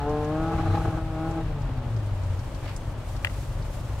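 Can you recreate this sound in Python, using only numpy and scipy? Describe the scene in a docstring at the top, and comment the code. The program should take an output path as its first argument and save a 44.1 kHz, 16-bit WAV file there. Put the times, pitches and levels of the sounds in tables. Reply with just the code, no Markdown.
"""A four-cylinder truck revs on snow and rock: it pulls, spins its wheels, stutters on the rev limiter
(which cuts the firing at top speed), then winds down. Its note is a fast train of firings ringing in
the exhaust pipe. A big engine idles lumpily nearby throughout, thumping through its muffler.
The tyres thud on rock and spray snow. Close by are small ticks, short scrapes, swells of bright
hiss and, near the end, one sharp snap."""
import sys
import numpy as np
from scipy import signal
from scipy.fft import rfft, irfft
from scipy.io import wavfile
from scipy.ndimage import uniform_filter1d

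SR = 44100
rng = np.random.default_rng(int(sys.argv[2]) if len(sys.argv) > 2 else 0)


def to_wav(s):
    """Save 16-bit WAV."""
    ch = np.atleast_2d(s).T  # columns
    pcm = np.round(np.clip(ch, -1, 1) * 32767)  # PCM
    wavfile.write(sys.argv[1], SR, pcm.astype(np.int16))


N = 176400
T = np.arange(N) / SR  # the time of every sample, in seconds


def truck():
    """Firings make a low note, overtones and a rasp; the limiter chops the last two into barks."""
    # how fast the engine fires: time_s, firings_per_s
    speed = [(0, 141.3), (.116, 149.9), (.245, 149.3), (.465, 162.5), (.61, 163), (.654, 160.5),
             (.68, 162.7), (.898, 162.8), (.934, 158.4), (.994, 162.4), (1.13, 158.4), (1.22, 159.9),
             (1.3, 162.3), (1.416, 162.7), (1.445, 157.5), (1.5, 153.6), (1.68, 131.5), (1.79, 123),
             (1.95, 111.3), (2.03, 103.6), (2.2, 94.3), (2.4, 90), (4, 60.5)]
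    # strength of the overtones and rasp: time_s, level_db
    throttle = [(0, -36.5), (.1, -31.5), (.26, -34.5), (.38, -31), (.5, -31), (.85, -32.5), (.98, -36.5),
                (1.06, -43.5), (1.22, -34.5), (1.4, -31.5), (1.47, -43), (1.8, -40), (2.3, -61), (2.7, -50),
                (4, -78)]
    # the lowest note, which booms in the pipe at low speed: time_s, level_db
    boom = [(0, -38.5), (.3, -35), (.48, -34), (.95, -34), (1.05, -41.5), (1.2, -36), (1.5, -37),
            (1.68, -35.5), (1.88, -33.5), (1.91, -29), (2.08, -28.5), (2.35, -27.5), (2.42, -47), (4, -62)]
    # moments when the limiter lets the engine fire: middle_s, length_s, level_db
    bark_times = [(0.527, 0.034, -0.5), (0.554, 0.027, -6.5), (.597, 0.028, 0.5), (.635, .012, 0.5),
                  (0.663, 0.022, -1.5), (0.681, 0.013, -3.5), (0.708, .018, -1), (0.747, 0.025, 2.5),
                  (.779, 0.015, 1.5), (0.813, 0.035, -3), (0.856, 0.012, 4.5), (0.883, .018, 0),
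                  (0.909, 0.013, -1), (0.932, 0.014, -3.5), (0.949, 0.019, -2), (.974, 0.0095, 0),
                  (0.986, .018, -5.5)]
    # tone colour of the exhaust's rasp: frequency_hz, level_db
    rasp_colour = [(60, -39), (200, -25), (295, 6), (380, -9), (455, 6), (510, -7), (620, 3), (690, -12),
                   (770, 5), (840, 9), (920, -16), (1030, -1), (1200, 2.5), (1400, -11), (1540, -3),
                   (1690, -10), (1880, -25), (2600, -19), (4000, -36), (6000, -30), (16000, -53)]
    limiter_start_s, limiter_end_s, cut_db = 0.505, 0.98, -14.5
    lift_off_s, lift_time_s, dull_db_per_harmonic = 1.26, 0.2, -2
    uneven_db, misfire_db, rasp_db, bark_rasp_db = -20, 7.5, -11.5, -38.5

    limiting = uniform_filter1d(1. * ((T > limiter_start_s) & (T < limiter_end_s)), size=400)
    coasting = np.clip((T - lift_off_s) / lift_time_s, 0, 1)  # 1 once off the throttle
    wobble = 0.0022 + 0.0041 * limiting  # the limiter shakes the speed
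    firing_hz = curve(speed) * (1 + wobble * drift(28.2))
    phase = 2 * np.pi * np.cumsum(firing_hz) / SR
    barks = swells(bark_times)
    between_barks = 1 - limiting * np.minimum(barks, 1)
    drive = amp(curve(throttle)) * (amp(cut_db * limiting) * between_barks + barks)

    # Each firing is a sharp dip in pressure, built from harmonics (multiples of the firing rate).
    overtones = 0
    for k in range(2, 13):
        gain = exhaust_pipe(k * firing_hz) * amp(dull_db_per_harmonic * (k - 1) * coasting)
        flutter = 1 + 0.097 * drift(24)
        smear_radians = 0.84 * drift(4.5)
        overtones -= gain * flutter * np.cos(k * phase + smear_radians)
    # The four cylinders fire unequally, which adds tones between the harmonics.
    uneven = 0
    for k in range(5, 44):
        if k % 4:
            gain = exhaust_pipe(k * firing_hz / 4) * (1 + .6 * drift(15))
            uneven += gain * np.cos(k * phase / 4 + rng.uniform(0, 2 * np.pi))
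    uneven *= amp(uneven_db + misfire_db * limiting)

    low_note = -amp(curve(boom)) * (1 + 0.18 * drift(49)) * np.cos(phase)
    puffs = unit(1 + 0.13 * np.cos(phase))
    rasp = puffs * noise(rasp_colour) * (amp(rasp_db) * drive + amp(bark_rasp_db) * barks)
    burble = 1 + 0.5 * coasting * drift(24)  # off the throttle the firings turn irregular
    return np.sqrt(2) * (low_note + burble * drive * (overtones + uneven)) + rasp


def exhaust_pipe(hz):
    """How strongly the pipe passes each pitch: it rings when a tone meets one of its resonances."""
    # pitches at which the pipe rings: pitch_hz, half_width_hz, level_db
    resonances = [(240, 53, -2), (314.8, 23, 1), (445.3, 14, 2.5), (617.3, 31, -3), (732, 31, -3.5),
                  (813.7, 38, -6), (853, 28, -2), (1063, 35, -9), (1285, 50, -12.5), (1444, 39, -17),
                  (1672, 42, -20.5)]
    grid_hz = np.arange(SR // 16)
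    power = sum((amp(db) / (1 + ((grid_hz - pitch) / width) ** 2)) ** 2
                for pitch, width, db in resonances)
    return np.interp(hz, grid_hz, np.sqrt(power))


def wheels():
    """Spinning tyres thud against the rock and give one faint squeal."""
    # low thuds as the truck bucks: middle_s, length_s, level_db, pitch_hz
    bumps = [(0.559, 0.031, -20, 54.6), (0.713, 0.079, -19.5, 97.2), (.815, .044, -25, 45.4),
             (0.852, 0.025, -21, 108), (.889, 0.021, -21.5, 106), (0.948, 0.033, -25, 93)]
    thuds = sum(amp(db) * swell(s, length) * np.sin(2 * np.pi * hz * (T - s))
                for s, length, db, hz in bumps)
    squeal_hz = 4020 * (1 + .012 * drift(250))
    squeal = np.sin(2 * np.pi * np.cumsum(squeal_hz) / SR)
    return thuds + amp(-56) * swell(middle_s=.72, length_s=.12) * squeal


def idling_engine():
    """Uneven firings thump through a muffler; the clatter pulses slightly with them."""
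    # strength of the eight firings in one cycle: level_db
    cylinders = [-0.5, -1.5, 0, -10, 1.5, -0.5, -2, -8]
    # what the muffler lets through: frequency_hz, level_db
    muffler = [(5, -38), (17, -28), (24, 2.5), (31, -1), (37, 4), (48, -3), (58, 0.5), (72, -6), (98, -1),
               (120, -0.5), (150, -12.5), (200, -21.5), (300, -24.5), (600, -43), (2000, -67.5)]
    # loudness of the exhaust: time_s, level_db
    loudness = [(0, -29.5), (.3, -34.5), (.6, -28.5), (1.1, -31), (1.6, -30), (2.5, -32), (3.0, -32.5),
                (3.55, -30), (4, -31.5)]
    # tone colour of the moving parts and fan: frequency_hz, level_db
    clatter_colour = [(110, -6), (190, -2), (290, -2), (350, -4), (460, -7), (570, 0.5), (730, -6.5),
                      (860, -5), (1200, -9.5), (1600, -14.5), (2100, -19), (3000, -20.5), (5000, -30),
                      (11000, -51)]
    firing_hz, jitter_s, scatter_db, roughness, clatter_db = 47.52, 0.0014, 2, 0.76, -42.5

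    firing_count = np.cumsum(firing_hz * (1 + 0.01163 * drift(3.006))) / SR
    firings = np.flatnonzero(np.diff(np.floor(firing_count)))
    # Each firing comes a little early or late, and a little weak or strong.
    late, strong = rng.standard_normal((len(firings), 2)).T
    at = np.clip(firings + (late * jitter_s * SR).astype(int), 0, N - 1)
    pulses = np.zeros(N)
    pulses[at] = -amp(np.resize(cylinders, len(at)) + scatter_db * strong)
    rough_pulses = unit(pulses - pulses.mean()) + roughness * rng.standard_normal(N)
    exhaust = unit(ring(rough_pulses, muffler))
    beat = unit(1 + 0.037 * np.cos(2 * np.pi * firing_count) + 0.091 * drift(54))
    return amp(curve(loudness)) * exhaust + amp(clatter_db) * beat * noise(clatter_colour)


def snap(size=4096):
    """Something hard snaps close by on the left: a dry crack, then lighter rebounds that mostly ring."""
    # the snap and its rebounds: start_s, level_db, extra_crack_db
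    hits = [(3.2475, -8, 1.5), (3.267, -28, -10), (3.2707, -17, -5.5), (3.297, -31, -6)]
    # tones the object rings with: pitch_hz, level_db, fade_s
    tones = [(1420, -10, .022), (1970, -6, 0.021), (2070, -7, 0.022), (2720, -9, 0.02), (4660, -15, .009),
             (8400, -27, 0.0074)]
    # tone colour of the short noise after each hit: frequency_hz, level_db
    tail_colour = [(200, -14), (900, -7), (2000, 0), (3300, 0), (4200, -14), (8000, -18), (16000, -25)]
    crack_hz, rise_s, right_delay_s, right_db = 2480, .0008, 0.00016, -8
    out, t = np.zeros((2, N)), T[:size]
    ear_time = np.maximum(t - np.array([[0], [right_delay_s]]), 0)
    onset = np.minimum(ear_time / rise_s, 1) * amp([[0], [right_db]])
    body = onset * sum(fade(ear_time, db, fade_s) * np.sin(2 * np.pi * hz * ear_time)
                       for hz, db, fade_s in tones)
    crack = onset * fade(ear_time, db=12.5, fade_s=0.0036) * np.sin(2 * np.pi * crack_hz * ear_time)
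    for start_s, db, crack_db in hits:
        tail = noise(tail_colour, size) * fade(t, db=-16.5, fade_s=0.03)
        add(out, start_s, amp(db) * (body + amp(crack_db) * (crack + tail)))
    return out


def snow():
    """The tyres throw a grainy spray of snow, with a few gritty scrapes and a wavering hiss."""
    # tone colours of the spray, the scrapes and the hiss: frequency_hz, level_db
    spray_colour = [(200, -14), (1500, 5), (4000, -5), (5000, -12), (9000, -22.5), (16000, -31)]
    scrape_colour = [(200, -26), (1400, 6), (2400, 5.5), (3500, -2), (4700, -2.5), (6000, -12),
                     (16000, -22)]
    hiss_colour = [(200, -28), (2000, -3), (4500, -7), (8000, -8), (12000, -14.5), (16000, -20)]
    # loudness of the spray and the hiss: time_s, level_db
    spray_loudness = [(0, -48.5), (.4, -49.5), (.6, -46), (.76, -44.5), (.88, -47), (1.0, -55.5),
                      (1.35, -51), (1.5, -53), (4, -75)]
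    hiss_loudness = [(0, -59), (.8, -55), (1.1, -59), (1.3, -57.5), (1.5, -60.5), (1.85, -59.5),
                     (2.5, -54.5), (3.0, -56), (3.3, -52), (3.65, -54), (4, -53.5)]
    # scrapes on the snow: middle_s, length_s, level_db
    scrape_times = [(0.605, 0.016, -49), (0.759, 0.02, -42.5), (2.687, 0.087, -45)]
    # Fast random changes in level make smooth noise sound grainy.
    spray = unit(noise(spray_colour) * amp(0.92 * drift(540) + 1.6 * drift(35)))
    grit = unit(noise(scrape_colour) * amp(2.6 * drift(292)))
    hiss = amp(curve(hiss_loudness) + 1.3 * drift(35)) * noise(hiss_colour)
    return amp(curve(spray_loudness)) * spray + swells(scrape_times) * grit + hiss


def ticks(size=4096):
    """Tiny bursts of bright noise tick close by; the loudest one also clinks."""
    # the ticks: start_s, level_db, pitch_hz
    bursts = [(0.093, -48, 5400), (.246, -49, 5740), (1.312, -50, 5990), (1.618, -51, 4997),
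              (1.964, -50, 5000), (2.235, -51, 6000), (2.391, -49, 5005), (2.547, -47.5, 5000),
              (2.763, -40, 7060), (3.164, -46, 4480), (3.624, -48, 4500)]
    half_width_octaves, clink_s, clink_hz = 0.46, 2.765, 4950
    out, t = np.zeros((2, N)), T[:size]
    for start_s, db, pitch_hz in bursts:
        colour = [(hz, -6 * (np.log2(hz / pitch_hz) / half_width_octaves) ** 2)
                  for hz in np.geomspace(500, 16000, 16)]
        add(out, start_s, noise(colour, size) * fade(t, db, fade_s=0.059))
    add(out, clink_s, fade(t, db=-40, fade_s=.012) * np.sin(2 * np.pi * clink_hz * t))
    return out


def sizzle():
    """A very bright hiss comes and goes softly."""
    # tone colour of the sizzle: frequency_hz, level_db
    colour = [(500, -29), (3000, 1), (7000, 3), (12000, -0.5), (16000, -11)]
    # when it swells: middle_s, length_s, level_db
    swell_times = [(0.83, 0.087, -58), (3.108, 0.097, -55), (3.399, 0.25, -55), (3.751, 0.11, -54.5)]
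    return noise(colour) * swells(swell_times)


def amp(db):
    """Turns decibels into a number to multiply a sound by."""
    return 10 ** (np.asarray(db) / 20)


def unit(x):
    """Scales a signal to an average power of 1."""
    return x / np.sqrt(np.mean(x ** 2) + 1e-20)


def curve(points):
    """Joins (time_s, value) points with straight lines, giving a value for every sample."""
    return np.interp(T, *np.transpose(points))


def read(points, hz):
    """Looks up values between (frequency_hz, value) points, with octaves evenly spaced."""
    point_hz, value = np.transpose(points)
    return np.interp(np.log(hz + 1), np.log(point_hz + 1), value)


def add(mix, start_s, sound):
    """Adds a sound to the mix at the given time."""
    part = mix[:, round(start_s * SR):][:, :sound.shape[-1]]
    part += sound[..., :part.shape[1]]


def drift(rate_hz):
    """A smooth random wander of typical size 1; a higher rate wanders faster."""
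    hz = np.fft.rfftfreq(N, 1 / SR)
    return unit(irfft(rfft(rng.standard_normal(N)) * np.exp(-(hz / rate_hz) ** 2), N))


def noise(colour, size=N):
    """Stereo noise with the given tone colour, alike in both ears in the bass."""
    # how alike the two ears are: frequency_hz, likeness (0 unrelated, 1 the same)
    likeness = [(60, .995), (130, 0.65), (300, 0.57), (700, 0.93), (1400, 0.64), (3100, 0.13), (15000, 0)]
    hz = np.fft.rfftfreq(size, 1 / SR)
    mid, side = rfft(rng.standard_normal((2, size)))
    same = np.clip(read(likeness, hz), -1, 1)
    mid, side = mid * np.sqrt(1 + same), side * np.sqrt(1 - same)
    left_right = np.array([mid + side, mid - side])
    return unit(irfft(left_right * amp(read(colour, hz)), size))


def ring(x, colour, size=16384):
    """Passes x through a body with this tone colour, which rings after each push, never before."""
    hz = abs(np.fft.fftfreq(size, 1 / SR))
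    log_gain = np.log(amp(read(colour, hz)))
    response = np.fft.ifft(np.exp(np.conj(signal.hilbert(log_gain)))).real
    return signal.fftconvolve(x, response[:size // 2])[:N]


def fade(t, db, fade_s):
    """A level that starts at db and drops 60 decibels every fade_s seconds."""
    return amp(db - 60 * t / fade_s)


def swell(middle_s, length_s):
    """A bell-shaped rise and fall that stays above half height for length_s."""
    return np.exp(-np.minimum((2 * (T - middle_s) / length_s) ** 2 * np.log(2), 50))


def swells(rows):
    """Adds up several swells, each at its own level."""
    return sum(amp(db) * swell(middle_s, length_s) for middle_s, length_s, db in rows)


def scene():
    """Mixes everything, with both engines and the wheels a little to the left."""
    lean_left = amp([[0.89], [-0.89]])
    vehicles = (truck() + wheels() + idling_engine()) * lean_left
    return vehicles + snow() + sizzle() + ticks() + snap()


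def record(dry):
    """Cuts off the very highest treble."""
    cutoff_hz = 15800
    low_pass = signal.firwin(511, cutoff_hz, window=("kaiser", 9), fs=SR)
    return signal.oaconvolve(dry, low_pass[None], "same")


dry = scene()
out = record(dry)
to_wav(out)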